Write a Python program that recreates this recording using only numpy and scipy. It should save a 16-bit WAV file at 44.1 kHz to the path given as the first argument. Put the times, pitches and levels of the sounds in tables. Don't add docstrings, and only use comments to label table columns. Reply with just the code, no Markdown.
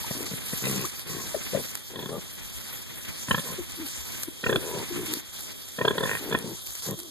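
import sys
import numpy as np
from scipy import signal
from scipy.fft import rfft, irfft, next_fast_len
from scipy.io import wavfile

SR = 44100
rng = np.random.default_rng(int(sys.argv[2]) if len(sys.argv) > 2 else 0)


def transcribe(signal):
    frames = np.atleast_2d(signal).T
    limited = np.clip(frames, -1, 1)
    pcm = np.round(limited * 32767).astype(np.int16)
    wavfile.write(sys.argv[1], SR, pcm)


N = 313110
SIDES = np.array([[.5], [-.5]])

# (frequency [Hz], gain [dB])
BREEZE_EQ = [(20, -52), (45, -29), (70, -5.5), (130, -22), (250, -1), (600, -6), (2000, -58)]
HISS_EQ = [(100, 21), (500, -21), (1200, -3), (2200, -74), (3200, 18), (4500, 1), (8000, -5), (11000, -14),
           (12700, -1), (14000, -13)]
BRISTLE_EQ = [(200, 16.5), (700, 2), (1500, 4.5), (2300, 8.5), (3500, 5.5), (5000, -12.5), (9000, -6)]
STRAW_EQ = [(100, 13), (400, 2.5), (1200, 2), (2200, -0.5), (3200, 5.5), (4500, 7.5), (7000, 8),
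            (10000, 6.5), (11500, 9), (12700, 9.5), (14000, -16)]
SNAP_EQ = [(200, -3), (1500, -4), (4000, -2), (9000, -2), (11000, -1), (12500, 2)]
# (frequency [Hz], gain [dB])
CROSSFEED_EQ = [(60, -2), (400, -6), (1000, -.5), (2750, 0), (4300, -.4), (5500, -2.5), (8000, -7),
                (12500, -7.5)]
# (time [s], level [dB])
MIC_BUMPS = [(2.428, -39), (2.54, -37), (3.09, -58), (3.59, -36), (3.71, -42), (3.98, -32.5), (4.12, -48),
             (6.68, -42)]
# (time [s], level [dB])
STROKE_LEVELS = [(0.0, -39.5), (0.57, -41.5), (0.75, -39.5), (1.18, -45), (1.58, -38), (1.8, -49),
                 (2.14, -45.5), (3.28, -42.5), (3.66, -43), (4.15, -42), (4.35, -50), (4.6, -42.5),
                 (5.12, -38), (5.22, -48), (5.85, -51), (6.09, -37), (6.5, -46.5), (6.7, -70)]
# (start [s], peak [s], end [s], level [dB])
STRAW_RUBS = [(0, -0.5, 0.09, -38.5), (0.105, -0.5, 0.23, -37.5), (0.261, 0, 0.56, -42),
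              (0.433, 0.7, 0.71, -39), (0.606, 2, 0.78, -36), (0.788, 4, 0.9, -37), (0.88, 9, 1.02, -42),
              (1.08, 0.2, 1.33, -40.5), (1.284, -1.5, 1.44, -38), (1.37, 8, 1.72, -42),
              (1.58, -0.4, 1.7, -38.5), (2.02, 1, 2.8, -51.5), (2.448, 4, 2.82, -44.5),
              (2.668, 1, 2.82, -44.5), (2.96, 5, 3.22, -45.5), (3.215, 2, 3.63, -42.5),
              (3.363, 2.5, 3.5, -38.5), (3.443, 2.5, 3.56, -40.5), (3.697, 2, 4.25, -43),
              (3.855, 3.5, 4.15, -40.5), (4.123, 1, 4.24, -37), (4.412, 5, 4.56, -45.5),
              (4.6, 4, 4.83, -42), (4.816, 8.5, 5.1, -42), (5.062, 2, 5.19, -35.5), (5.337, 4, 5.52, -41),
              (5.586, 11, 6.3, -48), (6.032, 6.5, 6.2, -41), (6.204, -2, 6.6, -43.5), (6.553, 5, 7, -44.5),
              (6.67, 7, 6.8, -42.5), (6.83, 8.5, 6.88, -36), (6.975, 6.995, 5.2, -42), (7.071, 6, 7, -47)]
# (time [s], level [dB], decay [s], ring [Hz])
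STALK_SNAPS = [(0.2152, -25, .0012, 12500), (0.229, -22, .0014, 11700), (0.245, -25, .001, 12100),
               (0.623, -27, .002, 6500), (0.654, -22.5, .004, 4200), (0.712, -21.5, .002, 12400),
               (0.761, -21, .0028, 7400), (0.813, -22, .002, 12100), (0.852, -22, .007, 6300),
               (0.9952, -20.5, .001, 12500), (1.363, -27, .0014, 12200), (1.7533, -14.5, .0014, 8100),
               (1.7738, -25, .0009, 11100), (1.8674, -29, .001, 8200), (2.5, -28, .0012, 6700),
               (3.394, -26, .003, 3300), (3.5165, -24.5, .0014, 7800), (3.711, -29, .001, 7000),
               (3.7205, -24.5, .0014, 7000), (4.233, -14.5, .0024, 8300), (4.5583, -20.5, .0018, 3500),
               (5.1377, -11.5, .0012, 12100), (5.407, -24, .0012, 12500), (6.034, -28, .002, 7000),
               (6.298, -27.5, .0014, 7300), (6.388, -20, .0012, 8900), (6.664, -30, .003, 9500),
               (6.6717, -21.5, .0012, 7800), (6.706, -24.5, .0014, 12300), (6.7522, -23.5, .003, 7900),
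               (6.823, -25, .0016, 7100), (6.9097, -21, .0016, 12300), (6.9895, -27.5, .003, 11800),
               (7.0007, -24, .0014, 5200), (7.0325, -33, .002, 7300)]
# (frequency [Hz], width [Hz], gain [dB], pan [dB], left phase lead [rad])
CHEST_MODES = [(139, 71, 2, 7, 0.067), (222, 94, -1, 0, 0.097)]
NOSE_MODES = [(317, 45, -2, 1, 0.77), (416, 140, 16.5, 6.1, 0.49), (605, 160, 0, 7, 0.32),
              (750, 51, 2.5, 1.8, .1)]
THROAT_MODES = [(1025, 75, 0, 1.5, 0)]
MOUTH_MODES = [(1420, 220, -7, 0, 0.079), (1815, 81, 4.5, -3, 1.33)]
BITE_MODES = [(2430, 170, 1, 0, 2.2), (2730, 140, 0, 0, 3.14)]
EDGE_MODES = [(3370, 175, 12, -2.5, 1.5), (4180, 270, -11, 14, 1)]
# (start [s], length [s], first pitch [Hz], last pitch [Hz], level [dB],
# flutter [0-1])
WHINE_CUES = [(0.04, 0.013, 910, 970, -37.5, 0.2), (0.84, 0.018, 935, 1190, -35, 0.1),
              (0.827, 0.04, 357, 330, -39.5, 0), (1.343, 0.012, 541, 486, -27.5, 0),
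              (1.351, 0.025, 443, 387, -35.5, 0), (1.531, 0.016, 467, 511, -31, 0),
              (1.544, 0.019, 525, 538, -28, 0), (1.571, 0.0097, 524, 502, -31, 0),
              (3.577, 0.043, 391, 328, -34.5, 0.1), (3.764, 0.11, 376, 271, -39, 0.12),
              (4.27, 0.026, 293, 320, -39.5, 0.33), (4.481, 0.06, 452, 380, -34, 0.2),
              (4.537, 0.022, 407, 370, -26, 0), (4.559, 0.032, 349, 330, -33.5, 0.1),
              (4.898, 0.043, 348, 357, -34, 0.2), (4.926, 0.14, 391, 316, -37, 0.6),
              (5.068, 0.084, 316, 287, -38.5, 0.3), (5.102, 0.1, 381, 329, -40.5, 0.82),
              (6.438, 0.11, 350.4, 336, -40, 0.46), (6.963, 0.056, 325, 340, -45, 0.36),
              (6.985, 0.13, 335.5, 319, -50, 0.2)]
# (start [s], peak [s], end [s], nose [dB], chest [dB], mouth [dB], bite [dB], pulse rate [Hz],
# breathiness [0-1], upper mouth modes [dB], nose tuning [ratio], mouth tuning [ratio])
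GRUNT_CUES = [(0.15, 0.182, 0.29, -37, -49, -67, -60, 55, 0.5, 8, 0.79, 0.71),
              (0.622, 0.674, 0.784, -36, -32, -42.5, -45, 67, 0.17, -9, 0.94, 1.08),
              (0.746, 0.78, 0.875, -40, -36, -40, -36, 65, 0.3, -6, .95, 1.08),
              (1.058, 1.136, 1.29, -43, -43.5, -42.5, -52, 56, 0.53, -6.5, 0.86, 1.06),
              (1.527, 1.547, 1.625, -46, -34, -48, -60, 49, 0.27, -15, 0.96, 1.02),
              (1.9, 2.02, 2.12, -42, -42, -46, -54, 32, 0.9, -8, 0.97, 0.93),
              (2.091, 2.143, 2.2, -34, -37, -42.5, -65, 80, 0.49, -26, 1.05, 1.13),
              (3.42, 3.514, 3.56, -43, -44, -42.5, -54, 62, 0.6, -9, 1.1, 1.01),
              (4.461, 4.514, 4.575, -31.5, -39, -38, -48, 31.5, 0.9, -4, 1.03, 1.02),
              (4.59, 4.718, 4.78, -35, -53, -41, -47, 82, 0.74, -11, 1.016, 0.95),
              (4.745, 4.773, 4.845, -33, -36.5, -39.5, -55, 74, 0.73, -15, 0.99, 0.94),
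              (4.93, 5.007, 5.065, -43.5, -42, -59, -60, 58, 0.1, -5, 0.81, 1),
              (5.786, 5.827, 5.98, -36, -42, -39.5, -49, 33, 0.7, -3, 1.11, 1.02),
              (5.96, 6.057, 6.1, -38.5, -49, -44, -50, 36, 0.98, -1, 1.15, 1.1),
              (6.055, 6.118, 6.186, -38, -41, -27.5, -33.5, 52.4, 0.3, 2.5, 1.1, 1.02),
              (6.19, 6.28, 6.33, -35.5, -56, -45.5, -60, 60, 0.7, -19, 0.75, 0.82),
              (6.37, 6.46, 6.56, -41.5, -39, -48, -62, 57, 0.42, -17, 0.98, 0.89),
              (6.86, 6.9, 6.955, -34.5, -32.5, -42, -67, 76, 0.54, -10, 0.99, 1.01)]
# (time [s], level [dB], mouth over nose [dB], rasp [dB], mouth tuning [Hz])
SNORT_POPS = [(0.110, -39, -11, -18, 1840), (0.314, -50, -19, -6, 1900), (0.336, -43.5, -5, -3, 1960),
              (0.532, -39, -3, -15, 1880), (0.639, -41.5, 7, 0, 2010), (0.654, -43, 6, 6, 2000),
              (0.669, -37.5, -9, -3, 2000), (1.574, -48, -24, 0, 1850), (1.597, -44, -17, -4, 1870),
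              (1.957, -43.5, -5, 5.5, 1840), (1.9897, -40.5, -8, 2.5, 1740), (2.025, -47.5, -8, 8, 1800),
              (2.058, -45, -1.5, 6.5, 1700), (2.091, -47.5, -1, 3, 1700), (3.284, -42, 5, -7, 1780),
              (3.31, -28.5, 10.5, 5, 1755), (3.345, -30.5, 8.5, -1.5, 1683), (3.38, -35.5, 3.5, -2, 1730),
              (3.393, -45.5, -9, 10, 1730), (4.439, -34.5, 6.5, -4.5, 1794), (4.464, -29.5, 4, -17, 1800),
              (4.494, -27.5, -1, -7.5, 1794), (4.526, -28.5, -4, -2.5, 1674), (4.558, -27.5, -4.5, 3, 1644),
              (5.787, -33.5, -5, -7, 1780), (5.812, -27.5, -4, -13, 1800), (5.85, -25.5, -7, -5, 1550),
              (5.879, -25, -0.5, 4.5, 1590), (5.907, -29.5, -8, -4.5, 1610), (5.932, -42, -12, -7, 1620),
              (5.954, -41, -15, -13, 1580), (5.981, -30, -2.5, 0.5, 1770), (6.0065, -31.5, -8, -6, 1696),
              (6.029, -37, -2, -2, 1630), (6.035, -30, -3.5, -0.5, 1770), (6.056, -35, 3, -14, 1720),
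              (6.312, -38.5, -5, 0, 1640), (6.325, -29.5, -4, -3, 1680), (6.342, -38, -1, -1, 1730),
              (6.3479, -25, 0, -5.5, 1750), (6.372, -45.5, -19, 0, 1700)]
MOUTH_REST_HZ = 1740
# (time [s], edge tuning [ratio], chest thump [dB],
# throat over mouth [dB], flat start of the mouth [share], bite [dB], time until the mouth shuts [s])
SNORT_POSTURE = [(0.53, 1.2, -26.5, -13, .05, -20, .012), (0.64, 1.12, -52, -11, .05, 0, 0.02),
                 (2.0, 1.02, -35.5, 2.5, 0.059, -18, 0.026), (3.31, 0.95, -26.5, -0.5, 0.031, -6, 0.013),
                 (3.385, 1.04, -30, -3.5, 0.049, -15, 0.0099), (4.463, 0.97, -34, -12, .03, -4, 0.017),
                 (4.494, 1.04, -31, -7, 0.17, -17, 0.023), (4.56, 1.04, -28, -16, 0.2, -10, 0.0085),
                 (5.82, 1.006, -33.5, -1, 0.047, -14, 0.015), (6.03, 1.044, -34.5, -1, 0.041, -27, 0.011),
                 (6.34, 1.01, -32.5, -2.5, .04, -13, 0.017)]
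# (time [s], pan [dB])
HEAD_PAN = [(0.2, 0), (0.65, 1.5), (1.5, 4), (2.0, 1), (3.3, 0), (4.5, -1.5), (6.0, -1), (6.9, -2)]


def from_db(db):
    return 10 ** (np.asarray(db) / 20)


def unit_rms(x):
    return x / np.sqrt(np.mean(x ** 2) + 1e-20)


def curves_at(rows, t):
    times, *columns = np.transpose(rows)
    return [np.interp(t, times, column) for column in columns]


def add(out, start_s, sound):
    i = max(int(start_s * SR), 0)
    out[:, i:i + sound.shape[-1]] += sound[..., :max(N - i, 0)]


def equalise(x, eq, delay_s=0):
    size = next_fast_len(x.shape[-1] + 2048)
    f = np.arange(size // 2 + 1) * SR / size
    hz, db = np.transpose(eq)
    gain = from_db(np.interp(np.log(f + 1), np.log(hz), db))
    delay = np.exp(-2j * np.pi * f * delay_s)
    return irfft(rfft(x, size) * gain * delay, size)[..., :x.shape[-1]]


def drift(rate_hz, t):
    knots = rng.standard_normal(2048)
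    return np.interp((t - t[0]) * rate_hz, np.arange(2048), knots)


def swell(t, start, peak, end, build_db, sink_db, curve, onset_s, stop_s):
    before = np.clip((peak - t) / max(peak - start, 1e-3), 0, 1)
    after = np.clip((t - peak) / max(end - peak, 1e-3), 0, 1)
    fades = np.clip(np.minimum((t - start) / onset_s + 1, (end - t) / stop_s), 0, 1)
    return fades * from_db(-build_db * before ** curve - sink_db * after ** curve)


def ring(drive, hz, width_hz):
    r = np.exp(-np.pi * width_hz / SR)
    return signal.lfilter([1 - r], [1, -r * np.exp(2j * np.pi * hz / SR)], drive)


def resonate(drive, modes, tuning=1, skirt=6):
    out = 0
    for k, (hz, width_hz, db, pan_db, lead) in enumerate(modes):
        narrow = ring(drive, hz * tuning, width_hz)
        mode = ring(narrow, hz * tuning, width_hz * skirt)
        out = out + (-1) ** k * from_db(db + pan_db * SIDES) * np.real(mode * np.exp(1j * lead * SIDES))
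    return out


def glide(sound, sag, rise_s):
    t = np.arange(sound.shape[-1]) / SR
    read_at = t - sag * rise_s * (1 - np.exp(-t / rise_s))
    return np.array([np.interp(read_at, t, side) for side in sound])


def wander(sound, t, spread_s=0.0003):
    read_at = t + spread_s * drift(90, t)
    return np.array([np.interp(read_at, t, side) for side in sound])


def widen(x, comb_spacing_hz=2770):
    hz, db = np.transpose(CROSSFEED_EQ)
    even_power_eq = np.column_stack([hz, -10 * np.log10(1 + from_db(db) ** 2)])
    bleed = equalise(x[::-1], CROSSFEED_EQ, delay_s=1 / comb_spacing_hz)
    return equalise(x - bleed, even_power_eq)


def noise_bed(eq):
    return unit_rms(equalise(rng.standard_normal((2, N)), eq))


def breeze(t, pig, level_db=-58.5, gust_db=5.0, rush_db=-11.5, rush_s=0.011, rush_top_hz=75.4):
    r = np.exp(-1 / (rush_s * SR))
    call_envelope = np.sqrt(signal.lfilter([1 - r], [1, -r], np.mean(pig ** 2, axis=0) + 1e-18))
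    air = noise_bed(BREEZE_EQ)
    rush = unit_rms(signal.sosfilt(signal.butter(2, rush_top_hz, fs=SR, output="sos"), air))
    return from_db(level_db + gust_db * drift(14, t)) * air + from_db(rush_db) * call_envelope * rush


def mic_bumps(pitch_hz=65, swell_s=0.017):
    out, t = np.zeros((2, N)), np.arange(int(SR / 8)) / SR
    envelope = t / swell_s * np.exp(1 - t / swell_s)
    for start, db in MIC_BUMPS:
        sway = np.sin(2 * np.pi * pitch_hz * np.cumsum(1 + 0.093 * drift(60, t)) / SR)
        add(out, start, from_db(db) * sway * envelope * np.array([[1], [-.6]]))
    return out


def near_echo(x, decay_s=0.043, gap_s=0.0022):
    t = np.arange(int(SR / 10)) / SR
    echo = rng.standard_normal((2, len(t))) * np.exp(-t / decay_s) * (t > gap_s)
    return signal.fftconvolve(x, unit_rms(echo) / np.sqrt(len(t)), axes=1)[:, :N]


def palm_stroke(t, flicker_db=3.0):
    level_db = curves_at(STROKE_LEVELS, t)[0] + flicker_db * drift(60, t)
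    return from_db(level_db) * noise_bed(BRISTLE_EQ)


def rub_effort(stir_db=-49.5, stop_s=0.025):
    t = np.arange(0, N, 32) / SR
    rubs = [from_db(db) * swell(t, start, peak, end + stop_s, build_db=2, sink_db=5, curve=3.2,
                                onset_s=0.017, stop_s=stop_s)
            for start, peak, end, db in STRAW_RUBS]
    effort = np.hypot(np.max(rubs, axis=0), from_db(stir_db))
    return np.interp(np.arange(N) / SR, t, effort)


def straw_rustle(t, grains_per_s=1100, grain_db=-7, flicker_db=1.34, patchy_db=3.0, trim_db=4.5):
    effort = rub_effort() * from_db(trim_db + flicker_db * drift(90, t))
    sizes = from_db(2.8 * np.minimum(rng.exponential(1, N), 3)) * rng.standard_normal((2, N))
    friction = rng.standard_normal((2, N))
    grains = unit_rms(sizes * (rng.random(N) < grains_per_s / SR))
    spectrum = rfft(friction + from_db(grain_db) * grains)
    octave = np.log2(np.fft.rfftfreq(N, 1 / SR) + 1)
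    centres = np.log2([1000, 2000, 3300, 4600, 6800, 9500, 12500])
    bands = [irfft(spectrum * np.interp(octave, centres, band), N) for band in np.eye(len(centres))]
    patches = sum(band * from_db(patchy_db * drift(30, t)) for band in bands)
    return effort * unit_rms(equalise(patches, STRAW_EQ))


def stalk_ring(splinters, hz, q):
    return 2 * np.real(ring(splinters, hz, hz / q))


def straw_crackles(per_s=16, trim_db=3.5, spread_db=2.5, splinter_s=0.001, range_hz=(3300, 12500)):
    out, t = np.zeros((2, N)), np.arange(512) / SR
    effort, stalks = rub_effort(), 400
    for when, pitch, size, chance in rng.random((stalks, 4)):
        hz = np.exp(np.interp(pitch, [0, 1], np.log(range_hz)))
        splinters = rng.standard_normal((2, len(t))) * np.exp(-t / splinter_s)
        tick = stalk_ring(splinters, hz, q=7.0)
        if chance < per_s * N / SR / stalks:
            peak = 2 * effort[int(when * N)] * from_db(trim_db + spread_db * size)
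            add(out, when * N / SR, peak * tick / np.abs(tick).max())
    return out


def straw_snaps(bend_s=0.011, bend_db=-17, ring_db=2):
    out, t = np.zeros((2, N)), np.arange(-1024, 1024) / SR
    for break_s, db, decay_s, hz in STALK_SNAPS:
        force = np.where(t < 0, from_db(bend_db) * np.exp(-abs(t) / bend_s), np.exp(-abs(t) / decay_s))
        splinters = force * rng.standard_normal((2, len(t)))
        crack = splinters + from_db(ring_db) * stalk_ring(splinters, hz, q=5.7)
        add(out, break_s + t[0], from_db(db) * crack / np.sqrt(2))
    return equalise(out, SNAP_EQ)


def whines(flutter_hz=57.4, waver=0.081, second_db=-25, third_db=-22, pan_db=7.0, lead_rad=0.055):
    out = np.zeros((2, N))
    for start, length, first_hz, last_hz, db, flutter in WHINE_CUES:
        t = np.arange(0, length, 1 / SR)
        pitch = np.linspace(first_hz, last_hz, len(t)) * (1 + waver * drift(140, t))
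        phase = 2 * np.pi * np.cumsum(pitch) / SR + lead_rad * SIDES
        overtones = from_db(second_db) * np.sin(2 * phase) + from_db(third_db) * np.sin(3 * phase)
        rattle = 1 + flutter * np.cos(2 * np.pi * flutter_hz * t + 0.44 * drift(13, t))
        hoarseness = 1 + .42 * drift(330, t)
        envelope = np.sqrt(2) * from_db(db + pan_db * SIDES) * signal.windows.tukey(len(t), .6)
        add(out, start, envelope * (np.sin(phase) + overtones) * rattle * hoarseness)
    return out


def grunts(air=0.14, air_width=0.096, shimmer_db=1.8, mouth_db=-3, bite_db=-3):
    out = np.zeros((2, N))
    for (start, peak, end, nose, chest, mouth, bite,
         rate_hz, breathy, upper_db, nose_tuning, mouth_tuning) in GRUNT_CUES:
        t = np.arange(start, end, 1 / SR)
        effort = swell(t, start, peak, end, build_db=9.5, sink_db=11.5, curve=1.94,
                       onset_s=0.0036, stop_s=0.0087)
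        cycle = np.cumsum(rate_hz * (1 + .009 * drift(40, t))) / SR
        pulses = (1 - breathy) * np.diff(np.floor(cycle), prepend=-1)
        puffs = air * breathy * np.exp(-1.8 * (cycle % 1))
        drives = []
        for _ in range(3):
            shimmer = from_db(shimmer_db * drift(rate_hz, t))
            breath = rng.standard_normal(len(t)) + air_width * rng.standard_normal((2, len(t)))
            drives.append(pulses * shimmer + puffs * breath)
        low, nasal, oral = drives
        throat = resonate(oral, THROAT_MODES, mouth_tuning, skirt=9.7)
        upper_mouth = from_db(upper_db) * resonate(oral, MOUTH_MODES, mouth_tuning, skirt=14.0)
        paths = [(wander(resonate(low, CHEST_MODES), t), chest),
                 (wander(resonate(nasal, NOSE_MODES, nose_tuning), t), nose),
                 (throat + upper_mouth, mouth + mouth_db),
                 (resonate(oral, BITE_MODES), bite + bite_db)]
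        add(out, start, effort * sum(from_db(db) * unit_rms(path) for path, db in paths))
    return out


def palate_leaks(trim_db=-12, mouth_db=-9, build_s=0.00396):
    out, t = np.zeros((2, N)), np.arange(-int(SR / 40), 0) / SR
    for pop_s, db, *_ in SNORT_POPS:
        air = np.pad(np.exp(t / build_s) * rng.standard_normal(len(t)), (0, len(t)))
        nasal = unit_rms(resonate(air, NOSE_MODES))
        oral = from_db(mouth_db) * unit_rms(resonate(air, THROAT_MODES + MOUTH_MODES))
        add(out, pop_s + t[0] - build_s / 2, from_db(db + trim_db) * (nasal + oral))
    return out


def snorts(chest_db=-6, nose_db=-8, throat_db=-7.5, mouth_db=-6, edge_db=-8, full_pop_db=-28,
           puff_s=0.002, trail_s=0.014, snout_early_s=0.00043, chest_early_s=0.0026):
    out, t = np.zeros((2, N)), np.arange(int(SR / 16)) / SR
    slap = signal.unit_impulse(len(t))
    flow = 0.28 * t / puff_s * np.exp(-t / puff_s) + 0.022 * np.exp(-t / trail_s)
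    for pop_s, level, opening, rasp, mouth_hz in SNORT_POPS:
        edge_tuning, thump, throat, sag, bite, shut_s = curves_at(SNORT_POSTURE, pop_s)
        air = flow * rng.standard_normal(len(t))
        thud, smack = slap + 0.48 * air, slap + 0.41 * air
        nose_tuning = 1.074 + 0.017 * rng.standard_normal()
        shutting = 1 / (1 + (t / shut_s) ** 6)
        nasal, oral = level - opening / 2, level + opening / 2
        paths = [(NOSE_MODES, nasal + nose_db, nose_tuning, 0, thud),
                 (THROAT_MODES, oral + throat + throat_db, 1, 0, thud),
                 (MOUTH_MODES, oral + mouth_db, mouth_hz / MOUTH_REST_HZ, sag, smack),
                 (BITE_MODES, level + bite, 1, 0, air),
                 (EDGE_MODES, level + rasp + edge_db, edge_tuning, sag / 2, air)]
        for modes, db, tuning, flat, drive in paths:
            ringing = glide(resonate(drive, modes, tuning, skirt=2.95), flat, rise_s=.005)
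            add(out, pop_s - snout_early_s, from_db(db) * unit_rms(shutting * ringing))
        chest_gain = from_db(thump + 0.44 * (level - full_pop_db) + chest_db)
        add(out, pop_s - chest_early_s, chest_gain * unit_rms(resonate(thud, CHEST_MODES, skirt=5.1)))
    return out


def pig_voice(t, low_cut_hz=95, nasal_dip_hz=2200, nasal_dip_q=7):
    low_cut = signal.butter(2, low_cut_hz, "high", fs=SR, output="sos")
    calls = signal.sosfilt(low_cut, snorts() + palate_leaks() + grunts()) + whines()
    voice = signal.lfilter(*signal.iirnotch(nasal_dip_hz, nasal_dip_q, fs=SR), calls)
    return voice * from_db(curves_at(HEAD_PAN, t)[0] * SIDES)


def scene(hiss_db=-48, bed_pan_db=-1.1, echo_db=-14):
    t = np.arange(N) / SR
    pig = pig_voice(t)
    hiss = from_db(hiss_db) * noise_bed(HISS_EQ)
    foley = straw_rustle(t) + palm_stroke(t) + straw_snaps() + straw_crackles()
    bed = hiss + breeze(t, pig) + foley + from_db(echo_db) * near_echo(pig)
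    return widen(bed * from_db(bed_pan_db * SIDES)) + mic_bumps() + pig


def record(dry, low_cut_hz=36, high_cut_hz=13200):
    thinned = signal.sosfilt(signal.butter(2, low_cut_hz, "high", fs=SR, output="sos"), dry)
    return signal.sosfilt(signal.ellip(12, .2, 80, high_cut_hz, fs=SR, output="sos"), thinned)


dry = scene()
out = record(dry)
transcribe(out)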